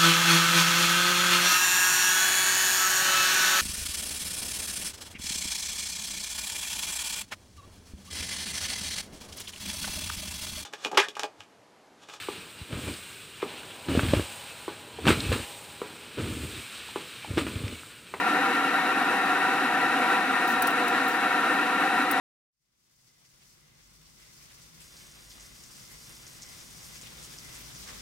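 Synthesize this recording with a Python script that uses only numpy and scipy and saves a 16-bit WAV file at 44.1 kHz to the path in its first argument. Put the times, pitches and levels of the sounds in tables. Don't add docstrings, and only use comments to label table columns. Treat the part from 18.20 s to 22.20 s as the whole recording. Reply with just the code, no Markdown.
import sys
import numpy as np
from scipy.fft import rfft, irfft, next_fast_len
from scipy.io import wavfile
from scipy.ndimage import map_coordinates

SR = 44100
rng = np.random.default_rng(int(sys.argv[2]) if len(sys.argv) > 2 else 0)


def master(y):
    cut = np.clip(np.atleast_2d(y).T, -1, 1)
    pcm = np.round(cut * 32767)
    wavfile.write(sys.argv[1], SR, pcm.astype(np.int16))


N = 176400


def amp(db):
    return 10 ** (np.asarray(db) / 20)


def unit_rms(x):
    return x / np.sqrt(np.mean(x ** 2) + 1e-20)


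def log_interp(points, hz):
    freqs, values = np.transpose(points)
    return np.interp(np.log(hz + 1), np.log(freqs + 1), values)


def pan(pan_db):
    return amp(np.array([[pan_db], [-pan_db]]) / 2)


def wobble(rate_hz):
    knots = rng.standard_normal(int(N * rate_hz / SR) + 4)
    return map_coordinates(knots, [np.arange(N) * rate_hz / SR])


def filtered(x, response):
    size = next_fast_len(N + SR // 2)
    hz = np.fft.rfftfreq(size, 1 / SR)
    return irfft(rfft(x, size) * response(hz), size)[..., :N]


def noise(spectrum):
    white = rng.standard_normal((2, N))
    return unit_rms(filtered(white, lambda hz: amp(log_interp(spectrum, hz))))


def swell(start_s, length_s):
    return np.sin(np.pi * np.clip((np.arange(N) / SR - start_s) / length_s, 0, 1))


# freq_hz, level_db
RUSH_SPECTRUM = [(20,-100),(75,-102),(130,-78.5),(600,-75),(2000,-72),(3000,-73),(4500,-83),(6700,-85),(8600,-87.5),(12000,-90.5),(12700,-90.5),(15700,-101.5)]
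# centre_hz, width_hz, level_db, pan_db
FORGE_RESONANCES = [(201,42,-64.5,0.5),(286,58,-53.7,-0.3),(386,40,-61.5,0.5),(492,40,-57,-1),(634,34,-63,-0.4),(742,43,-51,0.9),
                    (788,40,-51.8,0.5),(883,31,-65.5,0),(967,60,-54.5,1),(1115,60,-59.5,7.5),(1228,57,-56.2,3.5),(1312,52,-58.5,2),
                    (1376,55,-49,0),(1515,40,-52.5,0.5),(1638,62,-56.8,-2),(1805,44,-56.8,13),(1842,45,-53.8,3),(1936,44,-55.7,6),
                    (2068,50,-63.3,3),(2218,58,-62.5,10),(2342,60,-64.3,0),(2468,46,-62,4),(2597,48,-60,3),(2685,46,-67.5,3.2),
                    (2758,52,-63.7,7),(2848,66,-66,-1),(3200,110,-75.5,3),(3590,110,-73,1.5),(3870,190,-69.5,3),(4010,120,-76.5,0),
                    (4230,170,-77.5,-3),(4565,90,-77,2),(5350,800,-84.5,2.5),(7330,290,-81.5,1),(9290,130,-79.8,3),(9850,400,-83,3),
                    (11400,700,-87.3,4),(14150,700,-88.8,3)]


def forge_colour(hz, bass_cut_hz=95):
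    power = (amp(log_interp(RUSH_SPECTRUM, hz)) * pan(1.5)) ** 2
    for centre_hz, width_hz, level_db, pan_db in FORGE_RESONANCES:
        bell = 1 / (1 + ((hz - centre_hz) / width_hz) ** 2)
        power += (amp(level_db) * pan(pan_db)) ** 2 * bell ** 3
    highpass = hz ** 2 / np.hypot(hz ** 2, bass_cut_hz ** 2)
    return np.sqrt(power * SR / 2) * highpass


# freq_hz, depth_db
RIPPLE_DEPTH = [(2900,0.3),(3600,1.2),(5500,2),(7500,3),(14000,3)]
# centre_hz, width_hz, depth_db
ROOM_NOTCHES = [(685,9,5),(838,13,6),(1045,13,6),(1180,12,2),(1455,12,3),(1730,15,6),(1895,10,2),(2280,14,4),(2410,15,4),(4440,45,3),(4720,50,3),(6850,170,3),(8980,80,4)]


def treble_ripple(hz, step_hz=40):
    knots = rng.standard_normal((2, SR // step_hz))
    ripple = np.array([map_coordinates(ear, [hz / step_hz]) for ear in knots])
    notch_db = sum(depth_db * np.exp(-((hz - centre_hz) / width_hz) ** 2)
                   for centre_hz, width_hz, depth_db in ROOM_NOTCHES)
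    return amp(log_interp(RIPPLE_DEPTH, hz) * ripple - notch_db)


# freq_hz, spread_rad
EAR_PHASE_SPREAD = [(300,0.03),(900,0.12),(1400,0.18),(2000,0.3),(3000,0.45),(4500,1),(7000,1.2),(15000,1.2)]


def ear_phase(hz, step_hz=130, left_lead_s=0.00004):
    knots = rng.standard_normal(SR // step_hz)
    scatter_rad = log_interp(EAR_PHASE_SPREAD, hz) * map_coordinates(knots, [hz / step_hz])
    angle_rad = scatter_rad + 2 * np.pi * hz * left_lead_s
    return np.exp(0.5j * np.array([angle_rad, -angle_rad]))


# freq_hz, coherence
ROAR_COHERENCE = [(60,0.8),(150,0.98),(290,0.995),(800,0.99),(1400,0.96),(2000,0.82),(3100,0.62),(4500,0.5),(7000,0.42),(15000,0.42)]


def forge_blower():
    def mid_side_gains(hz):
        angle_rad = np.arccos(log_interp(ROAR_COHERENCE, hz)) / 2
        return np.array([np.cos(angle_rad), np.sin(angle_rad)])

    mid, side = filtered(rng.standard_normal((2, N)), mid_side_gains)
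    flutter_db = -0.1 + 0.6 * wobble(rate_hz=24)
    turbulence = amp(flutter_db) * np.array([mid + side, mid - side])
    return filtered(turbulence, lambda hz: forge_colour(hz) * treble_ripple(hz) * ear_phase(hz))


# middle_s, length_s, level_db
RAG_SWEEPS = [(.8,.06,-63),(.91,.07,-63),(1.1,.09,-65),(1.53,.07,-62),(1.67,.14,-56),(2.413,0.1,-55),(2.78,.08,-66),(3.45,.07,-64),(3.75,.07,-64),(3.9,0.13,-58)]
# freq_hz, level_db
PUFF_SPECTRUM = [(15,-10),(35,-2),(70,-3),(130,-1),(400,-40),(2000,-100)]


def rag_puffs(side_gain=0.3):
    mid, side = noise(PUFF_SPECTRUM)
    air = np.array([mid + side_gain * side, mid - side_gain * side])
    envelope = sum(amp(level_db) * swell(middle_s - length_s / 2, length_s)
                   for middle_s, length_s, level_db in RAG_SWEEPS)
    return air * envelope


# start_s, length_s, level_db
SLIDES = [(2.265,0.087,-41),(2.43,0.11,-60),(2.667,0.046,-45),(2.85,0.13,-48)]
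# freq_hz, level_db
SCRAPE_SPECTRUM = [(2000,-22),(6000,-1.5),(10000,-10),(13500,0),(16000,-7)]


def anvil_scrapes(grit_db=2):
    friction = unit_rms(noise(SCRAPE_SPECTRUM) * amp(grit_db * wobble(rate_hz=700)))
    envelope = sum(amp(level_db) * swell(start_s, length_s) for start_s, length_s, level_db in SLIDES)
    return friction * envelope * pan(3)


# start_s, level_db, tilt_db_per_octave, t60_s, pan_db
CONTACTS = [(2.2757,-37,3,.07,6),(2.4222,-23,0,.045,2),(2.4715,-27,-1,0.055,4),(2.5065,-37,12,.07,2.5),(2.6805,-34,-4,0.045,0),(2.8809,-33,7,.06,4),(3.9125,-24,5,0.05,5)]
# freq_hz, level_db
CLINK_SPECTRUM = [(1000,-30),(4200,-4),(5700,-4),(8000,-9),(8600,0),(9700,4),(11500,-4),(13500,4),(16000,-2)]
# pitch_hz, level_db, t60_s
STEEL_MODES = [(5846,-1,.16),(7337,-10,.12),(8600,-3,.08),(9710,2,.09),(11400,-12,.1),(13110,-3,.06),(13700,-8,.06),(14860,-6,.07)]


def steel_ticks(crack_db=-12, crack_t60_s=0.005, ring_db=-20, scatter_db=2, pivot_hz=11000):
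    out = np.zeros((2, N + SR))
    t = np.arange(SR // 3) / SR
    hz = np.fft.rfftfreq(len(t), 1 / SR)
    passband = hz > CLINK_SPECTRUM[0][0]
    for start_s, level_db, tilt_db_per_octave, t60_s, pan_db in CONTACTS:
        tilt_db = lambda freq_hz: tilt_db_per_octave * np.log2((freq_hz + 1) / pivot_hz)
        colour = amp(log_interp(CLINK_SPECTRUM, hz) + tilt_db(hz)) * passband
        white = rng.standard_normal((2, len(t)))
        clink = unit_rms(irfft(rfft(white) * colour, len(t)))
        tick = clink * (amp(-60 * t / t60_s) + amp(crack_db - 60 * t / crack_t60_s))
        for pitch_hz, mode_db, mode_t60_s in STEEL_MODES:
            phase_rad = rng.uniform(0, 2 * np.pi, (2, 1))
            onset_db = ring_db + mode_db + tilt_db(pitch_hz) + scatter_db * rng.standard_normal()
            tick += amp(onset_db - 60 * t / mode_t60_s) * np.sin(2 * np.pi * pitch_hz * t + phase_rad)
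        start = round(start_s * SR)
        out[:, start:start + len(t)] += amp(level_db) * pan(pan_db) * tick
    return out[:, :N]


def scene():
    return forge_blower() + rag_puffs() + anvil_scrapes() + steel_ticks()


def record(dry):
    cutoff_hz = 15850
    return filtered(dry, lambda hz: hz < cutoff_hz)


dry = scene()
out = record(dry)
master(out)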